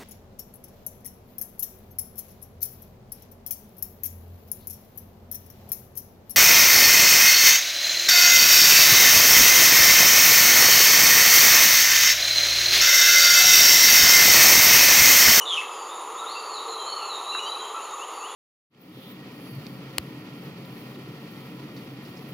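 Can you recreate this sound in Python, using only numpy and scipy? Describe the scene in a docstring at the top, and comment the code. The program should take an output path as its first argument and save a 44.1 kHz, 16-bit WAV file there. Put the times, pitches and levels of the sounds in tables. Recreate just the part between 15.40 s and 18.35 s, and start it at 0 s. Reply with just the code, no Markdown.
"""Forest birds and insects

A near bird gives a harsh falling call, a far one whistles a long wavering phrase; others add
pips, slurs and upward chirps. Each voice is a near sine on a moving pitch, scattered into a tail
by the trees. Insects buzz steadily in two high bands over a distant low rush and leaf hiss."""
import sys
import numpy as np
from scipy import signal
from scipy.fft import rfft, irfft
from scipy.io import wavfile
from scipy.ndimage import uniform_filter1d

SR = 44100
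rng = np.random.default_rng(int(sys.argv[2]) if len(sys.argv) > 2 else 0)


def dump_mix(stems):
    """Bounce the given channels to the path in sys.argv[1] as a 16-bit WAV at rate SR."""
    frames = np.atleast_2d(stems).T  # one column per channel
    limited = np.clip(frames, -1, 1)  # hard clip at full scale
    pcm = np.round(limited * 32767).astype(np.int16)
    wavfile.write(sys.argv[1], SR, pcm)


N = 130095
TIME_S = np.arange(N) / SR
SIDE = np.array([[1], [-1]])  # left/right polarity


def undb(db):
    """Decibels to gain."""
    return 10 ** (np.asarray(db) / 20)


def unit(x):
    """Scale to rms 1."""
    return x / np.sqrt(np.mean(x ** 2))


def walk(rate_hz):
    """Smooth random wander, rms 1."""
    span = max(int(SR / rate_hz), 1)
    return unit(uniform_filter1d(uniform_filter1d(rng.standard_normal(N), span), span))


def coloured(spectrum):
    """Noise of rms 1, shaped by (frequency [Hz], density [dB]) points."""
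    hz, db = np.array(spectrum).T
    bins_hz = np.maximum(np.fft.rfftfreq(N, 1 / SR), 1)
    shape = undb(np.interp(np.log(bins_hz), np.log(hz), db))
    return unit(irfft(rfft(rng.standard_normal(N)) * shape, N))


def syrinx(hz, overtones_db=()):
    """Bird voice: a sine on a moving pitch, optional harmonics from the 2nd up."""
    phase = 2 * np.pi * np.cumsum(hz) / SR
    overtones = sum(undb(db) * np.sin(k * phase) for k, db in enumerate(overtones_db, 2))
    return np.sqrt(2) * (np.sin(phase) + overtones)


def gesture(curve, edge_s=.0026):
    """Pitch and soft-edged gain of a call from (time [s], pitch [Hz], level [dB]) points."""
    times_s, hz, db = np.array(curve).T[:3]
    gate = np.clip(np.minimum(TIME_S - times_s[0], times_s[-1] - TIME_S) / edge_s + .5, 0, 1)
    pitch_hz = uniform_filter1d(np.interp(TIME_S, times_s, hz), int(edge_s * SR))
    return pitch_hz, gate * undb(np.interp(TIME_S, times_s, db))


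def note(start_s, length_s, first_hz, mid_hz, last_hz, db, overtones_db=(), waver=.0029):
    """Short note: pitch arcs through three values, level fades over the outer quarters."""
    progress = np.clip((TIME_S - start_s) / length_s, 0, 1)
    hz = np.polyval(np.polyfit([0, .5, 1], [first_hz, mid_hz, last_hz], 2), progress)
    ramp = np.clip(np.minimum(progress, 1 - progress) / .25, 0, 1)
    swell = np.sin(np.pi / 2 * ramp) ** 2
    return undb(db) * swell * syrinx(hz * (1 + waver * walk(373)), overtones_db)


def background():
    """Slowly swelling distant rush, thin hiss of leaves and far wildlife."""
    # rush swell (time [s], level [dB])
    rush_swell = [(0, -36), (1.45, -35), (2.95, -36.5)]
    # rush spectrum (frequency [Hz], relative density [dB])
    rush_spectrum = [(25, -52), (55, -57), (100, -41.5), (200, -29.5), (270, -21), (340, -10.5), (450, -4),
                     (540, -9), (660, -11), (800, -3), (1000, 0), (1200, 2), (1320, -2), (1430, -13.5),
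                     (1560, -22), (1900, -23), (4000, -64)]
    # hiss spectrum (frequency [Hz], relative density [dB])
    hiss_spectrum = [(30, -56), (300, -8), (1600, -0.5), (2000, 5), (2300, 1), (2700, 5.5), (3200, 3),
                     (3800, 3.5), (4500, -2.5), (5100, -10.5), (6200, -7), (7400, -35), (8100, -21.5),
                     (9000, -5.5), (11200, -13.5), (13500, -13), (15500, -18.5)]
    # stereo side noise, peaking in the insect bands (frequency [Hz], relative density [dB])
    side_spectrum = [(20, -36), (80, -33), (200, -7), (420, 3.5), (1300, 0.5), (2200, -4), (4500, -7),
                     (5000, -20), (6780, -5), (6920, 5.5), (7250, -1), (7500, -19), (8500, -11),
                     (9500, 2.5), (10300, 1), (11100, -25), (13500, -23), (15500, -26)]
    rush = undb(np.interp(TIME_S, *np.array(rush_swell).T)) * coloured(rush_spectrum)
    hiss = undb(-47 + .5 * walk(15)) * coloured(hiss_spectrum)
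    side = undb(-55.5 + .69 * walk(20)) * coloured(side_spectrum)
    return rush + hiss + side * SIDE


def insects():
    """Buzzing chorus: narrow resonant noise bands that throb fast and unevenly."""
    # bands (centre [Hz], spread [Hz], level [dB], pulse rate [Hz], pulse depth [0-1])
    bands = [(6937, 194, -48, 53, 0.062), (6600, 200, -56, 56, 0.26), (9760, 220, -56.5, 220, 0.061),
             (10390, 150, -59.5, 220, 0.07)]
    bins_hz, chorus = np.fft.rfftfreq(N, 1 / SR), 0
    for centre_hz, spread_hz, db, pulse_hz, depth in bands:
        resonance = (1 + ((bins_hz - centre_hz) / spread_hz / 2) ** 2) ** -2
        band = irfft(rfft(rng.standard_normal(N)) * resonance, N)
        throb = 1 + depth * uneven_sine(pulse_hz, drift=.118, drift_hz=43)
        chorus += undb(db + 2.24 * walk(39)) * unit(throb * band)
    return chorus


def uneven_sine(hz, drift, drift_hz):
    """Modulator whose rate wanders by the rms fraction `drift`."""
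    return np.sin(2 * np.pi * np.cumsum(hz * (1 + drift * walk(drift_hz))) / SR)


def short_notes():
    """Near birds: slightly rough pips, sharp falling chips, one hoarse note."""
    # pips (start [s], length [s], first, mid, last pitch [Hz], level [dB], mean overtone level [dB])
    pip_notes = [(.007, 0.033, 3200, 2934, 3040, -32, -16), (0.946, 0.043, 2670, 2700, 2710, -40, -38),
                 (1.918, 0.045, 2720, 2763, 2630, -37.5, -29), (1.988, .022, 2880, 2900, 2840, -35.5, -22),
                 (2.025, 0.031, 2900, 2900, 2900, -38, -17), (2.055, 0.043, 3030, 3090, 3060, -37, -20.5),
                 (2.055, 0.046, 4500, 4590, 4700, -45, -26)]
    # chips (start [s], length [s], first, mid, last pitch [Hz], level [dB])
    chip_notes = [(0.212, 0.0078, 2443, 2160, 1800, -35.5), (1.9487, 0.00653, 2007, 1208, 1110, -26.5)]
    pips = sum(note(*row, overtones_db=(db + 1.5, db - 1.5), waver=.0124) for *row, db in pip_notes)
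    chips = sum(note(*row) for row in chip_notes)
    hoarse = note(start_s=1.98, length_s=.02, first_hz=2516, mid_hz=2541, last_hz=2618,
                  db=-41.5, waver=.03)
    return pips + chips + hoarse


def strain(lag_s=0, peak_s=.13, width_s=.049):
    """How hard the harsh call is forced: one swell in its middle."""
    return np.exp(-.5 * ((TIME_S - peak_s - lag_s) / width_s) ** 2)


def harsh_call():
    """Falling whistle roughened by fast flutter of pitch and level; strain adds harmonics."""
    # call curve (time [s], pitch [Hz], level [dB], rasp [0-1])
    curve = [(.055, 3650, -37.5, 0.69), (.08, 3586, -30, 0.77), (.118, 3330, -26.5, 0.7),
             (.138, 3143, -24.5, 0.52), (.155, 2980, -31.5, 0.9), (0.171, 2830, -29.5, 1),
             (.179, 2644, -24, 0.44), (.191, 2624, -29.5, 0.44), (0.208, 2596, -31, 0.64)]
    hz, gain = gesture(curve)
    times_s, _, _, rasp_points = np.array(curve).T
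    rasp = np.interp(TIME_S, times_s, rasp_points)
    flutter = uneven_sine(174.75, drift=.197, drift_hz=126)
    hz *= 1 + rasp * (.04 * flutter + .047 * walk(1200))
    gain *= 1 + rasp * (.65 * flutter + .3 * walk(270))
    strained = syrinx(hz, overtones_db=(-20, -34))
    return gain * (strain() * strained + (1 - strain()) * syrinx(hz))


def scratch():
    """Broad noise breaking out of the strained voice."""
    # scratch spectrum (frequency [Hz], relative density [dB])
    spectrum = [(30, -70), (300, -35), (1500, -8), (3000, 10), (5000, -5), (6500, 3), (8000, -11),
                (9300, 2), (11500, -27), (14000, -15), (15500, -26)]
    noise = coloured(spectrum) + .43 * coloured(spectrum) * SIDE
    return undb(-42) * strain(lag_s=.03) * noise


def slurs():
    """Soft gliding notes from deeper in the trees."""
    # slurs (start [s], length [s], first, mid, last pitch [Hz], level [dB])
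    slur_notes = [(0.304, 0.069, 4930, 4970, 5080, -56), (0.357, 0.12, 4740, 4640, 4740, -54.5),
                  (0.803, 0.06, 1290, 1341, 1400, -37), (1.267, 0.062, 465, 455.5, 427, -42),
                  (1.352, 0.23, 3260, 3122, 2976, -46.5), (1.559, 0.11, 3000, 2890, 2800, -47.5),
                  (1.604, 0.058, 2720, 2670, 2550, -45), (1.585, 0.075, 1300, 1330, 1354, -40),
                  (2.19, 0.087, 3200, 3180, 2960, -44), (2.203, 0.044, 1440, 1485, 1470, -49),
                  (2.331, 0.081, 1310, 1326, 1280, -39), (2.422, 0.057, 4480, 4340, 4240, -54),
                  (2.488, 0.06, 3720, 3740, 3720, -50), (2.722, 0.12, 4600, 4504, 4370, -55),
                  (2.871, 0.075, 3200, 3410, 3460, -51.5)]
    return sum(note(*row, waver=.011) for row in slur_notes)


def whistler():
    """Far bird: slowly gliding whistles with a quick, uneven quiver."""
    # one curve per whistle (time [s], pitch [Hz], relative level [dB])
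    curves = [
        [(.492, 3590, -44), (.53, 3780, -44), (.585, 3740, -58)],
        [(.762, 3360, -52), (.79, 3760, -37.5), (.835, 3850, -54)],
        [(.862, 3510, -39), (.895, 4183, -38.5), (.94, 4623, -42), (1.02, 4560, -49), (1.09, 4540, -45.5),
         (1.135, 4270, -39), (1.165, 3923, -36.5), (1.195, 3780, -35.5)],
        [(1.285, 4190, -39.5), (1.36, 3976, -37.5), (1.44, 4004, -41.5), (1.485, 4304, -36), (1.54, 4376, -34),
         (1.63, 4362, -58), (1.70, 4076, -35), (1.745, 3752, -35.5), (1.79, 3740, -42)],
        [(1.86, 3860, -42), (1.905, 4017, -27), (1.925, 4006, -44), (1.948, 3900, -32), (1.99, 3870, -40)],
        [(2.06, 3930, -36), (2.095, 3924, -34), (2.122, 3923, -32.5), (2.16, 3874, -57)],
    ]
    quiver = uneven_sine(75, drift=.3, drift_hz=52)
    bend = 1 + .011 * quiver + .00796 * walk(190)
    return sum(gain * syrinx(hz * bend) for hz, gain in map(gesture, curves))


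def chirps():
    """One bird's chirps: each lingers low, then swells and sweeps up ever faster."""
    # chirps (start [s], length [s], low pitch [Hz], high pitch [Hz], peak level [dB])
    sweeps = [(2.125, 0.065, 2470, 2860, -49), (2.342, .086, 2476, 3030, -46),
              (2.589, 0.059, 2620, 3220, -40), (2.798, .074, 2610, 3170, -41)]
    progress, song = np.linspace(0, 1, 20), 0
    swell_db = np.interp(progress, [0, .67, 1], [-10, 0, -4.5])
    for start_s, length_s, low_hz, high_hz, db in sweeps:
        rise_hz = low_hz + (high_hz - low_hz) * progress ** 2.2
        hz, gain = gesture(np.c_[start_s + length_s * progress, rise_hz, db + swell_db])
        song += gain * syrinx(hz)
    return song


def forest(x, early_db, early_t60_s, build_s, width, tail_t60_s=.93, first_echo_s=.0034):
    """Scatter from trunks and leaves: an early cluster that builds up, and a long tail."""
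    t = TIME_S[:N // 2]
    decay = undb(-60 * t / tail_t60_s) + undb(early_db - 60 * t / early_t60_s)
    envelope = decay * np.clip((t - first_echo_s) / build_s, 0, 1)
    envelope /= np.linalg.norm(envelope)
    mid, side = (signal.fftconvolve(x, rng.standard_normal(len(t)) * envelope)[:N] for _ in range(2))
    return mid + width * side * SIDE


def trunks(x):
    """Distinct echoes from the two nearest trunks."""
    # echoes (delay [s], gain [dB])
    echoes = [(.031, -14), (.068, -19.5)]
    return sum(undb(db) * np.interp(TIME_S - delay_s, TIME_S, x, left=0) for delay_s, db in echoes)


def scene():
    """All birds, direct and through the trees, over insects and background."""
    notes, harsh, slurred, whistles, rising = short_notes(), harsh_call(), slurs(), whistler(), chirps()
    direct = notes + harsh + scratch() + slurred + undb(-3.5) * whistles + rising
    near_send = undb(-5) * notes + undb(-7.5) * harsh
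    far_send = undb(-.5) * slurred + undb(-1) * whistles + undb(-4) * rising
    near_tail = forest(near_send, early_db=4.5, early_t60_s=.18, build_s=.0034, width=.12)
    far_tail = forest(far_send, early_db=-4.5, early_t60_s=.77, build_s=.011, width=.027)
    return background() + insects() + direct + trunks(notes + harsh) + near_tail + far_tail


def record(dry, low_hz=30, top_hz=15350):
    """Thin the deepest bass, cut the top steeply."""
    highpass = signal.butter(2, low_hz, "high", fs=SR, output="sos")
    lowpass = signal.ellip(10, .2, 80, top_hz, fs=SR, output="sos")
    return signal.sosfilt(lowpass, signal.sosfilt(highpass, dry))


dry = scene()
out = record(dry)
dump_mix(out)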